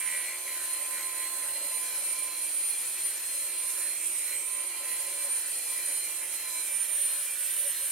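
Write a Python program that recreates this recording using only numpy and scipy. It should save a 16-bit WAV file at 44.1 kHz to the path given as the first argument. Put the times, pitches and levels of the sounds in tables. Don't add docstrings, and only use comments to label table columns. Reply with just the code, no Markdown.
import sys
import numpy as np
from scipy import signal
from scipy.fft import rfft, irfft, next_fast_len
from scipy.io import wavfile
from scipy.ndimage import uniform_filter1d, map_coordinates

SR = 44100
rng = np.random.default_rng(int(sys.argv[2]) if len(sys.argv) > 2 else 0)


def wav_out(sig):
    wavfile.write(sys.argv[1], SR, np.round(np.clip(np.atleast_2d(sig).T, -1, 1) * 32767).astype(np.int16))


N = 348831
TIME = np.arange(N) / SR
WORKING_HZ, RIPPLE_HZ = 1032, 300
SHAFT_TURNS_PER_CYCLE = .07907


def from_db(db):
    return 10 ** (np.asarray(db) / 20)


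def rms_one(x):
    return x / np.sqrt(np.mean(np.abs(x) ** 2) + 1e-20)


def in_time(rows):
    s, *columns = np.transpose(rows)
    return [np.interp(TIME, s, c) for c in columns]


def at_hz(points, hz):
    f, value = np.transpose(points)
    return np.interp(np.log(hz), np.log(f), value)


def drift(rate, size=100):
    r = np.exp(-2 * np.pi * rate * size / SR)
    steps = N // size + 2
    chance = rng.standard_normal(2 * steps)
    return rms_one(signal.lfilter([1], [1, -2 * r, r * r], chance)[steps:])


def smooth_up(slow, size=100):
    return np.interp(np.arange(N) / size, np.arange(len(slow)), slow)


def waver(depth_db, rate):
    return depth_db * smooth_up(drift(rate))


def bouts(rows, rise_s, fall_s):
    gain = 0
    for start_s, length_s, level_db in rows:
        rise = (TIME - start_s) / rise_s
        fall = (start_s + length_s - TIME) / fall_s
        gain = gain + from_db(level_db) * np.clip(np.minimum(rise, fall) + .5, 0, 1)
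    return gain


def panned(pan_db):
    pair = from_db(pan_db * np.array([[1], [-1]]) / 2)
    return pair / np.sqrt(np.mean(pair ** 2, axis=0))


def widen(x, side_db):
    mid = x.mean(axis=0)
    return mid + from_db(side_db) * (x - mid)


# pitch_hz, likeness (0-1)
LIKENESS = [(60, 0.98), (150, 0.955), (300, 0.92), (600, 0.89), (2000, 0.86), (3500, 0.2), (6000, 0.08),
            (9000, 0.16), (14000, 0.1), (15500, 0.8)]
# pitch_hz, left_minus_right_db
LEANING = [(100, 0.5), (2500, -0.5), (5000, -1), (7500, -3), (9500, -4), (11500, -6.5), (13000, -4),
           (15500, 2)]


def spread(mid, side, hz):
    alike = np.clip(at_hz(LIKENESS, hz), 0, .999)
    sign = np.array([[1], [-1]])
    pair = np.sqrt((1 + alike) / 2) * mid + np.sqrt((1 - alike) / 2) * side * sign
    return pair * from_db(sign * at_hz(LEANING, hz) / 2)


BINS_HZ = np.maximum(np.fft.rfftfreq(next_fast_len(N, True), 1 / SR), 1)


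def noise(spectrum):
    mid, side = rfft(rng.standard_normal((2, next_fast_len(N, True))))
    coloured = spread(mid, side, BINS_HZ) * from_db(at_hz(spectrum, BINS_HZ))
    return rms_one(irfft(coloured)[:, :N])


def moving_band(x, centre_hz, width_hz, size=512):
    r = np.exp(-np.pi * width_hz / SR)
    b = (1 - r * r) / 2 * np.array([1, 0, -1])
    state = np.zeros(x.shape[:-1] + (2,))
    out = np.empty_like(x)
    for i in range(0, N, size):
        a = [1, -2 * r * np.cos(2 * np.pi * centre_hz[i] / SR), r * r]
        out[..., i:i + size], state = signal.lfilter(b, a, x[..., i:i + size], zi=state)
    return out


MODE_SWAY, MODE_WAVER_DB, MODE_RATE = .016, 1.5, 4


def resonate(x, modes):
    total = 0
    for k, (hz, width_hz, db) in enumerate(modes):
        strength = from_db(db + waver(MODE_WAVER_DB, MODE_RATE))
        centre_hz = hz * (1 + MODE_SWAY * smooth_up(drift(MODE_RATE)))
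        total = total + (-1) ** k * strength * moving_band(x, centre_hz, width_hz)
    return rms_one(total)


def shop(x, t60, wet_db):
    t = TIME[:SR // 2]
    tail = rng.standard_normal((2, len(t))) * from_db(-60 * t / t60)
    tail /= np.sqrt(np.sum(tail ** 2, axis=1, keepdims=True))
    echoes = signal.fftconvolve(np.atleast_2d(x), tail, axes=1)[:, :N]
    return rms_one(x + from_db(wet_db) * echoes)


def partial(cycles, order, scatter, flutter_rate, sideband=0):
    hz = order * WORKING_HZ + sideband * RIPPLE_HZ
    paths = []
    for _ in range(2):
        direct = np.exp(2j * np.pi * rng.random())
        reflected = drift(flutter_rate) + 1j * drift(flutter_rate)
        paths.append(direct + scatter * reflected)
    paths[1] = paths[1] * np.exp(2j * drift(0.9))
    ears = rms_one(spread(*paths, hz)) * np.exp(1j * sideband * drift(3.1))
    carrier = np.exp(2j * np.pi * (order * cycles + sideband * RIPPLE_HZ * TIME))
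    return np.sqrt(2) * np.array([(smooth_up(ear) * carrier).real for ear in ears])


# pitch_hz, relative_level_db
HUM = [(300, -75.5), (328, -75.5), (362, -66), (900, -79.5), (1200, -74)]
HUM_CLOSE_DB = -4


def hum(close, waver_db):
    tones = 0
    for hz, db in HUM:
        wobble = 0.15 * smooth_up(drift(5.2))
        tone = np.sin(2 * np.pi * (hz * TIME + rng.random()) + wobble)
        tones = tones + np.sqrt(2) * from_db(db + waver(waver_db, rate=7.9)) * tone
    return tones * from_db(np.array([[.8], [-1.8]]) + HUM_CLOSE_DB * close)


# time_s, relative_level_db
BOOM = [(0.0, -76), (0.13, -82), (2.58, -70), (2.77, -77.5), (6.34, -76), (7.62, -87), (7.91, -79)]
# pitch_hz, relative_level_db
BOOM_SPECTRUM = [(25, -33), (80, -25), (120, -8), (170, 1), (210, -1), (260, 4.5), (330, 7), (500, -24)]
# centre_s, peak_db
BUMPS = [(1.411, -62)]


def low_end(bump_s):
    boom_db, = in_time(BOOM)
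    bumps = sum(from_db(db) * np.exp(-((TIME - s) / bump_s) ** 2) for s, db in BUMPS)
    return from_db(boom_db + 4.0) * noise(BOOM_SPECTRUM) + bumps


# multiple_of_shaft_rate, relative_level_db
SHAFT_HUM = [(4, -78.5), (8, -75.5), (9, -72), (10, -82)]
SHAFT_CLOSE_DB = -4
# time_s, relative_level_db
DRONE_LEVEL = [(0.0, -76.5), (0.12, -70), (0.32, -79.0), (0.4, -69), (1.2, -77), (1.24, -84), (1.36, -75),
               (1.88, -61.5), (3.2, -72.5), (3.3, -72), (3.46, -58), (3.84, -70), (3.9, -70), (4.26, -70),
               (4.38, -57), (4.68, -88), (4.88, -59), (5.5, -72), (5.56, -60), (6.14, -77), (6.68, -64),
               (6.78, -80), (7.2, -84), (7.3, -60), (7.34, -87), (7.9, -87)]


def shaft_hum(cycles, close):
    tones = sum(from_db(db) * partial(cycles, k * SHAFT_TURNS_PER_CYCLE, scatter=0.5, flutter_rate=4.1)
                for k, db in SHAFT_HUM)
    drone = partial(cycles, order=6 * SHAFT_TURNS_PER_CYCLE, scatter=0.092, flutter_rate=12)
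    drone_db, = in_time(DRONE_LEVEL)
    return from_db(SHAFT_CLOSE_DB * close) * tones + from_db(drone_db - 3.5) * drone


# pitch_hz, width_hz, relative_level_db
PANEL = [(302, 52, -11.5), (352, 10.5, -7), (506, 58, -2), (601, 82, 0.5), (749, 68, 0.5), (813, 135, -2),
         (920, 24, 3.5)]
# pitch_hz, width_hz, relative_level_db
DOOR_MODE = [(563.5, 16.4, 0)]
# pitch_hz, relative_level_db
PAD = [(25, -38), (150, -37), (215, -17.5), (290, -3), (420, -2), (600, 2), (850, -5), (1200, 0),
       (1700, -5.5), (3000, -21)]
# time_s, relative_level_db
RUB = [(0.0, -59), (1.65, -54), (2.88, -62.5), (4.49, -63.5), (4.85, -57), (5.18, -58.5), (7.16, -62.5),
       (7.91, -79)]
# start_s, length_s, level_db
CATCHES = [(.08, 0.086, -58), (.77, .25, -58.5), (1.5, 0.31, -59), (4.54, 0.13, -61), (5.03, 0.26, -57),
           (5.88, 0.057, -53), (7.04, 0.19, -59.5), (7.57, .13, -52.5), (7.8, 0.055, -54)]
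CATCH_EDGE_S, DOOR_RING_DB = 0.035, -66.5
RUB_WAVER_DB, FOAM_WAVER_DB = 1.1, 1.2


def pad(knocks, friction):
    rub_db = in_time(RUB)[0] + waver(RUB_WAVER_DB, rate=14)
    steady_ring = from_db(DOOR_RING_DB + waver(3.5, rate=12))
    ringing = np.hypot(steady_ring, bouts(CATCHES, CATCH_EDGE_S, CATCH_EDGE_S))
    panel_push = knocks + friction * rng.standard_normal(N)
    panel = shop(resonate(panel_push, PANEL), t60=1.0, wet_db=-11)
    door_push = knocks + 1.06 * rng.standard_normal(N)
    ring = shop(resonate(door_push, DOOR_MODE), t60=0.09, wet_db=-33.0)
    foam = from_db(-58.0 + waver(FOAM_WAVER_DB, rate=5.2)) * noise(PAD)
    return from_db(rub_db - 1.0) * panel + ringing * ring + foam


def moving_echoes(x, echo_db, sway_s, count=3):
    out = x.copy()
    for ear in range(2):
        for k in range(count):
            delay_s = (k + 1) * rng.uniform(0.0007, .0013) + sway_s * smooth_up(drift(0.554))
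            echo = map_coordinates(x[ear], [(TIME - delay_s) * SR], order=2, mode="mirror")
            out[ear] += from_db(echo_db) * echo
    return out / np.sqrt(1 + count * from_db(echo_db) ** 2)


# time_s, centre_hz, depth_db
HOLLOW = [(0.0, 4900, -6), (0.35, 5350, -3), (1.35, 5270, -8), (1.55, 5950, -7), (1.9, 4800, 0),
          (2.5, 5400, -1), (3.6, 5300, -0.5), (4.2, 4400, -6), (4.6, 5170, -8), (4.9, 5800, -2),
          (5.05, 4500, -1), (5.8, 4453, -1), (6.6, 4500, -7), (6.85, 4730, -8), (7.4, 4520, -2),
          (7.9, 4600, -3)]
HOLLOW_WIDTH_HZ = 650


def hollowed(x):
    centre_hz, depth_db = in_time(HOLLOW)
    return x - (1 - from_db(depth_db)) * moving_band(x, centre_hz, HOLLOW_WIDTH_HZ)


# pitch_hz, relative_level_db
AIR = [(600, -31), (1300, -9.5), (2000, -0.5), (2550, 5.5), (3100, 1), (3600, 0.5), (4700, 1.5), (5600, -2),
       (8000, -24), (16000, -40)]
# pitch_hz, relative_level_db
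BRUSH = [(2000, -37.5), (4000, -10.5), (5500, -6), (6500, -3), (7600, 0), (8600, 3), (9400, 5),
         (10100, -1.5), (11300, 3), (12400, 0.5), (13400, -2), (14500, -7.5), (15800, -10.5)]
# pitch_hz, relative_level_db
SHARP_HISS = [(8000, -33), (10500, 3), (11800, 9), (12500, 13), (13400, -5), (15800, -3)]
# time_s, relative_level_db
BRUSH_LEVEL = [(0.0, -47), (0.46, -50), (0.52, -47.5), (0.88, -48.5), (1.44, -47.0), (1.68, -48),
               (1.94, -46), (2.34, -49), (3.32, -46.5), (3.54, -49), (3.78, -46), (3.98, -48.5),
               (4.2, -45.5), (4.8, -51), (4.9, -48), (5.96, -46.5), (6.28, -48.5), (6.52, -45.5),
               (6.94, -48), (7.9, -46.5)]
AIR_DB, AIR_CLOSE_DB = -47.5, 2.5
SHARP_DB, SHARP_CLOSE_DB = -62, 24
AIR_WAVER_DB = .6


def vents(cycles, close, side_db, ripple_depth, rotor_depth):
    air_db = AIR_DB + AIR_CLOSE_DB * close + waver(AIR_WAVER_DB, rate=10.0)
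    brush_db = in_time(BRUSH_LEVEL)[0] + waver(1.0, rate=9)
    ripple = np.abs(np.sin(np.pi * RIPPLE_HZ * TIME)) - 2 / np.pi
    chop = 1 - ripple_depth * ripple + rotor_depth * np.cos(2 * np.pi * cycles)
    rush = moving_echoes(noise(AIR), echo_db=-7.5, sway_s=0.00017)
    air = from_db(air_db) * widen(rush, side_db)
    brushes = from_db(brush_db + 9.0) * moving_echoes(chop * noise(BRUSH), echo_db=-6, sway_s=0.00011)
    sharp = from_db(SHARP_DB + SHARP_CLOSE_DB * close) * chop * noise(SHARP_HISS)
    return hollowed(air + brushes) + sharp


def shaft_knocks(cycles, jitter_s, uneven_db, lag_turns=0):
    at = np.flatnonzero(np.diff(np.floor(cycles * SHAFT_TURNS_PER_CYCLE - lag_turns)))
    chance = rng.standard_normal((len(at), 2))
    moved = at + np.round(jitter_s * SR * chance[:, 0]).astype(int)
    knocks = np.zeros(N)
    knocks[np.clip(moved, 0, N - 1)] = from_db(uneven_db * chance[:, 1])
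    return rms_one(knocks)


# pitch_hz, width_hz, relative_level_db
CASE_LOW = [(1530, 59, 7.5), (1618, 22, 10), (1785, 130, 5.5)]
# pitch_hz, width_hz, relative_level_db
CASE_HIGH = [(1915, 120, -1.5), (2032, 71, 6), (2210, 112, 2.5), (2446, 240, -3), (2970, 340, -8)]
# pitch_hz, width_hz, relative_level_db
GEAR_HEAD = [(2665, 110, 0), (2930, 280, -0.5), (3610, 170, 0.5)]
# time_s, relative_level_db
GROWL = [(0.0, -49), (0.26, -52), (0.44, -62), (0.6, -48), (0.8, -65), (0.98, -45.5), (1.1, -57),
         (1.48, -52), (1.68, -65), (1.88, -52), (2.3, -66), (3.24, -54.5), (3.46, -65), (3.88, -51),
         (3.94, -74), (4.2, -67), (4.32, -52), (4.4, -80), (4.76, -76), (4.84, -55), (5.02, -63),
         (5.48, -50), (5.56, -73), (5.86, -53), (6.14, -64), (6.24, -54), (6.3, -59), (6.5, -56.5),
         (6.82, -54), (7.9, -51.5)]
# start_s, length_s, relative_level_db
CHATTERS = [(0.0, 0.36, -45.5), (.46, 0.1, -51), (.7, 0.079, -53), (.93, 0.17, -51.5), (1.15, 0.11, -51),
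            (3.91, 0.04, -55), (4.13, 0.13, -54), (4.27, 0.083, -48), (4.83, 0.12, -55)]
CHATTER_RISE_S, CHATTER_FALL_S = 0.04, 0.055
CHATTER_WAVER_DB = 1.4
CHATTER_GRIND, GROWL_GRIND = .38, .6
REBOUND_DB = -3.5
RATTLE_DB, RATTLE_CLOSE_DB = -52.5, -5
RASP_DB, RASP_CLOSE_DB = -74, 26


def gears(knocks, rebounds, close, grind):
    growl_db, = in_time(GROWL)
    rattle_db = RATTLE_DB + RATTLE_CLOSE_DB * close + waver(2.0, rate=14.5)
    teeth = rng.standard_normal((2, N))
    blows = knocks + from_db(REBOUND_DB) * rebounds
    drive = blows + grind * teeth[0]
    growl = from_db(growl_db - 1.5) * resonate(blows + GROWL_GRIND * teeth[0], CASE_LOW)
    rasp = from_db(RASP_DB + RASP_CLOSE_DB * close) * resonate(drive, GEAR_HEAD)
    rattle = from_db(rattle_db) * resonate(drive, CASE_HIGH)
    case = growl + rasp + rattle
    buzz = shop(resonate(blows + CHATTER_GRIND * teeth[1], CASE_HIGH), t60=.06, wet_db=-4)
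    force = from_db(2.5 + waver(CHATTER_WAVER_DB, rate=22))
    chatter = force * bouts(CHATTERS, CHATTER_RISE_S, CHATTER_FALL_S) * widen(buzz, side_db=-15)
    return np.std(case) * shop(case, t60=0.18, wet_db=-6) + chatter


# time_s, relative_level_db
FIRST_LEVEL = [(0.02, -53.5), (1.47, -49), (1.57, -59), (1.73, -50.5), (2.07, -58), (2.27, -52.5),
               (2.47, -58.5), (2.85, -65), (2.91, -66), (3.01, -58), (3.17, -68), (3.55, -53.5),
               (3.81, -55.5), (3.97, -72), (4.01, -61), (4.31, -65), (4.51, -53), (4.75, -57.0),
               (4.85, -53.5), (5.47, -57.0), (5.54, -72), (5.74, -55.5), (5.88, -74), (6.22, -57),
               (6.3, -67.5), (6.56, -52), (6.76, -67), (6.86, -67.0), (6.92, -57), (7.02, -72),
               (7.1, -57.5), (7.44, -71), (7.52, -64), (7.68, -68.5), (7.72, -60), (7.89, -64)]
# time_s, relative_level_db
SECOND_LEVEL = [(0.02, -50), (0.2, -50.0), (0.7, -61.5), (1.02, -58), (1.19, -55), (1.47, -64), (1.59, -58),
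                (1.63, -59.0), (1.93, -50), (2.45, -53), (2.59, -61), (2.79, -50.5), (3.07, -60),
                (3.15, -53), (3.23, -67), (3.39, -55), (3.79, -54.5), (4.09, -55), (4.15, -55),
                (4.49, -52.5), (4.65, -59), (4.75, -54), (4.93, -60), (5.05, -54), (5.48, -55.5),
                (5.8, -50.5), (6.0, -54), (6.06, -51), (6.4, -61), (6.62, -48.0), (6.92, -53), (6.98, -56),
                (7.22, -60), (7.32, -47), (7.38, -57), (7.89, -59)]
# time_s, relative_level_db
FOURTH_LEVEL = [(0.02, -57), (0.3, -53), (0.42, -59), (0.48, -50.5), (0.76, -50.5), (0.84, -57),
                (1.06, -50), (1.11, -56), (1.25, -51), (1.41, -53), (1.77, -49), (1.81, -55), (1.87, -48),
                (2.09, -53.5), (2.31, -49.5), (2.53, -55), (2.73, -50.0), (2.79, -57.0), (2.85, -52.5),
                (3.11, -50.5), (3.17, -57), (3.27, -51), (3.69, -53), (3.91, -48.5), (4.01, -60.0),
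                (4.17, -58), (4.33, -47.5), (4.37, -58), (4.63, -55), (4.67, -60), (4.83, -53), (4.93, -51),
                (4.99, -50), (5.58, -53.5), (6.04, -47.5), (6.12, -56), (6.18, -52.0), (6.28, -63),
                (6.32, -53.0), (6.62, -48), (6.7, -61), (6.98, -59), (7.1, -48), (7.22, -54.5),
                (7.26, -64.5), (7.36, -56), (7.52, -58), (7.68, -59.5), (7.78, -49), (7.89, -59.5)]
# time_s, relative_level_db
EIGHTH_LEVEL = [(0, -42), (0.25, -43.5), (0.5, -55), (1.2, -46), (2.45, -48), (3.6, -47), (4.25, -44.5),
                (4.4, -40), (4.72, -54), (4.9, -46), (6.35, -48.5), (6.52, -42.5), (6.8, -44.5),
                (7.91, -49)]
# harmonic_number, sideband_number, relative_level_db
OVERTONES = [(1, -1, -82), (1, 1, -63.5), (1, 2, -66), (2, -2, -73.5), (2, -1, -65.5), (2, 2, -58.5),
             (2, 3, -64), (3, 0, -58), (5, 0, -66.5), (6, 0, -57), (6, 1, -62), (7, -1, -59.5), (7, 0, -57),
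             (7, 1, -54.5), (7, 2, -67), (8, -2, -59), (8, 1, -55.5), (9, 2, -56.5), (10, -1, -60),
             (10, 0, -44), (10, 1, -53), (11, 0, -55), (12, -2, -55.5), (12, -1, -50.5), (12, 0, -51),
             (12, 1, -63)]
SECOND_SCATTER, SECOND_FLUTTER_RATE = .4, 32
FOURTH_SCATTER, FOURTH_FLUTTER_RATE = .3, 30
FOURTH_PAN_DB, FOURTH_PAN_CLOSE_DB = -5.5, 16
MESH_DB, MESH_CLOSE_DB = -62.5, 6.5


def whine(cycles, close, count=40):
    first_db, = in_time(FIRST_LEVEL)
    second_db, = in_time(SECOND_LEVEL)
    fourth_db, = in_time(FOURTH_LEVEL)
    eighth_db, = in_time(EIGHTH_LEVEL)

    first_tone = partial(cycles, order=1, scatter=0.22, flutter_rate=25)
    first = from_db(first_db - 0.5) * widen(first_tone, side_db=-26)
    room_tone = partial(cycles, order=1, scatter=1.8, flutter_rate=9)
    lingering = from_db(-68) * widen(room_tone, side_db=11)

    second = from_db(second_db + 1.7) * partial(
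        cycles, order=2, sideband=0.98, scatter=SECOND_SCATTER, flutter_rate=SECOND_FLUTTER_RATE)

    pan_db = FOURTH_PAN_DB + FOURTH_PAN_CLOSE_DB * close + waver(5.0, rate=2.8)
    fourth_tone = partial(cycles, order=4, scatter=FOURTH_SCATTER, flutter_rate=FOURTH_FLUTTER_RATE)
    fourth = from_db(fourth_db + 1.5) * panned(pan_db) * widen(fourth_tone, side_db=-1.5)

    eighth_tone = partial(cycles, order=8, scatter=0.39, flutter_rate=12)
    eighth = from_db(eighth_db + 1.5) * shop(eighth_tone, t60=0.18, wet_db=-4.5)

    mesh_tone = partial(cycles, order=count * SHAFT_TURNS_PER_CYCLE, scatter=0.99, flutter_rate=8.8)
    mesh = from_db(MESH_DB + MESH_CLOSE_DB * close) * widen(mesh_tone, side_db=-16)

    swell = from_db(0.31 * (first_db + 55.0))
    ladder = 0
    for k, side, db in OVERTONES:
        tone = partial(cycles, k, sideband=side, scatter=0.42, flutter_rate=2.0 * k + 6)
        ladder = ladder + from_db(db) * (swell if k == 1 else 1) * tone
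    overtones = from_db(-1.33) * np.std(ladder) * shop(ladder, t60=0.6, wet_db=-8.0)
    return first + lingering + second + fourth + eighth + mesh + overtones


# harmonic_number, sideband_number, relative_level_db
SHRIEK = [(9, -2, -20), (9, -1, -8.5), (9, 0, 1), (9, 1, -5)]
# time_s, relative_level_db
SHRIEK_LEVEL = [(0.02, -33), (0.16, -31.5), (0.32, -41), (0.36, -39.0), (0.42, -43), (0.46, -40),
                (0.76, -33.0), (0.8, -35.5), (0.96, -35.5), (1.02, -37.5), (1.23, -34), (1.31, -38),
                (1.35, -34.5), (1.69, -36), (1.79, -33.5), (1.89, -37), (2.09, -29.5), (2.17, -37),
                (2.23, -31.5), (2.31, -40.5), (2.43, -32), (2.49, -35.5), (2.55, -29.5), (2.85, -34),
                (2.95, -36), (3.07, -30.5), (3.19, -40.5), (3.35, -33.0), (3.51, -35.5), (3.61, -33.5),
                (3.79, -34), (3.87, -30), (3.95, -35.5), (4.05, -31.5), (4.25, -33.0), (4.29, -37),
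                (4.63, -32.5), (4.75, -39.0), (4.95, -33.5), (5.17, -36.0), (5.21, -33), (5.35, -30.5),
                (5.45, -36), (5.52, -32.5), (5.66, -36.5), (5.72, -32.5), (5.82, -36), (5.88, -31),
                (6.06, -35), (6.12, -37), (6.36, -36.5), (6.4, -41.5), (6.82, -28.5), (6.88, -35.5),
                (6.96, -27.5), (7.36, -36), (7.42, -32.5), (7.68, -29.5), (7.74, -36), (7.89, -31)]
# time_s, left_minus_right_db
SHRIEK_PAN = [(0.0, -8), (0.63, -0.5), (1.14, -6.5), (2.04, -1), (2.22, -7), (3.03, 0), (4.1, -6.5),
              (5.84, -2.5), (6.85, -8.5), (7.15, -1), (7.37, -6.5), (7.91, -3)]
FLICKER_DB, FLICKER_RATE = 1.3, 9
SHRIEK_SCATTER, SHRIEK_FLUTTER_RATE = .24, 22


def shriek(cycles, gain_db, size=4000):
    lines = 0
    for k, side, db in SHRIEK:
        tone = partial(cycles, k, sideband=side, scatter=SHRIEK_SCATTER, flutter_rate=SHRIEK_FLUTTER_RATE)
        lines = lines + from_db(db + waver(FLICKER_DB, FLICKER_RATE)) * tone
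    lines = shop(lines, t60=0.12, wet_db=-2.5)
    even = lines / np.sqrt(uniform_filter1d(lines ** 2, size, axis=1) + 1e-12)
    level_db, = in_time(SHRIEK_LEVEL)
    pan_db, = in_time(SHRIEK_PAN)
    each_ear_db = np.array([waver(0.7, rate=16) for _ in range(2)])
    ears_db = waver(0.6, rate=14) + each_ear_db
    return from_db(gain_db + level_db + ears_db) * panned(pan_db) * even


# time_s, pitch_hz
PITCH = [(0.02, 1024.0), (0.06, 1020.0), (0.12, 1031.5), (0.24, 1028.5), (0.28, 1041.0), (0.36, 1043.0),
         (0.48, 1028.5), (0.6, 1025.5), (0.82, 1033.5), (0.98, 1028.0), (1.02, 1039.5), (1.17, 1026.0),
         (1.33, 1043.5), (1.37, 1029.5), (1.45, 1025.0), (1.55, 1040.0), (1.63, 1039.0), (1.77, 1022.5),
         (1.87, 1027.0), (1.95, 1021.5), (2.03, 1028.5), (2.13, 1025.5), (2.19, 1035.0), (2.23, 1028.0),
         (2.41, 1028.0), (2.45, 1031.5), (2.61, 1026.5), (2.73, 1045.0), (2.77, 1030.5), (2.81, 1037.5),
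         (2.83, 1029.5), (2.91, 1037.0), (3.01, 1026.0), (3.05, 1037.0), (3.25, 1032.5), (3.29, 1038.0),
         (3.37, 1029.0), (3.47, 1037.0), (3.59, 1028.5), (3.79, 1028.0), (3.87, 1032.0), (3.89, 1040.5),
         (3.97, 1038.0), (4.01, 1030.0), (4.15, 1037.0), (4.19, 1030.5), (4.35, 1034.5), (4.57, 1023.5),
         (4.73, 1043.0), (4.79, 1040.5), (4.83, 1028.0), (4.93, 1024.0), (5.01, 1038.0), (5.07, 1029.5),
         (5.25, 1030.5), (5.43, 1028.0), (5.64, 1042.0), (5.74, 1029.0), (5.86, 1033.5), (5.92, 1030.5),
         (6.1, 1043.5), (6.22, 1023.0), (6.32, 1043.5), (6.48, 1024.0), (6.6, 1018.0), (6.68, 1031.5),
         (6.76, 1019.0), (6.78, 1026.5), (6.88, 1027.0), (6.92, 1023.5), (7.04, 1032.5), (7.12, 1042.0),
         (7.18, 1035.0), (7.26, 1049.5), (7.3, 1043.5), (7.32, 1034.0), (7.42, 1027.5), (7.46, 1032.5),
         (7.6, 1024.0), (7.62, 1031.5), (7.68, 1029.5), (7.72, 1038.0), (7.84, 1035.0), (7.89, 1027.5)]
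# time_s, closeness (0-1)
CLOSENESS = [(0, 0), (1.5, 0), (2.7, 0.53), (3.5, 0.25), (4.7, 0), (6.4, 0.2), (7.05, 0.9), (7.3, 0.67),
             (7.5, 1), (7.91, 0.8)]
GRIP_HZ, GRIP_RATE = 1.6, 20
SIDE_DB, SIDE_CLOSE_DB = -1.5, -18
REBOUND_TURNS = .38


def scene():
    pitch_hz, = in_time(PITCH)
    close, = in_time(CLOSENESS)
    shudder = .0015 * smooth_up(drift(70))
    grip_hz = GRIP_HZ * smooth_up(drift(GRIP_RATE))
    cycles = np.cumsum((pitch_hz + grip_hz) * (1 + shudder)) / SR
    side_db = SIDE_DB + SIDE_CLOSE_DB * close
    knocks = shaft_knocks(cycles, jitter_s=.00002, uneven_db=1.0)
    rebounds = shaft_knocks(cycles, jitter_s=.00003, uneven_db=0.0, lag_turns=REBOUND_TURNS)

    background = hum(close, waver_db=2.2) + low_end(bump_s=0.002)
    door = shaft_hum(cycles, close) + pad(knocks, friction=1.0)
    hiss = vents(cycles, close, side_db, ripple_depth=1.0, rotor_depth=0.041)
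    gearing = widen(gears(knocks, rebounds, close, grind=1.0), side_db)
    motor = whine(cycles, close) + shriek(cycles, gain_db=0.54)
    return background + door + hiss + gearing + motor


CUTOFF_HZ = 15750


def record(dry):
    bass_cut = signal.butter(1, 55, "high", fs=SR, output="sos")
    top_cut = signal.ellip(12, .1, 80, CUTOFF_HZ, fs=SR, output="sos")
    return signal.sosfilt(top_cut, signal.sosfilt(bass_cut, dry))


dry = scene()
out = record(dry)
wav_out(out)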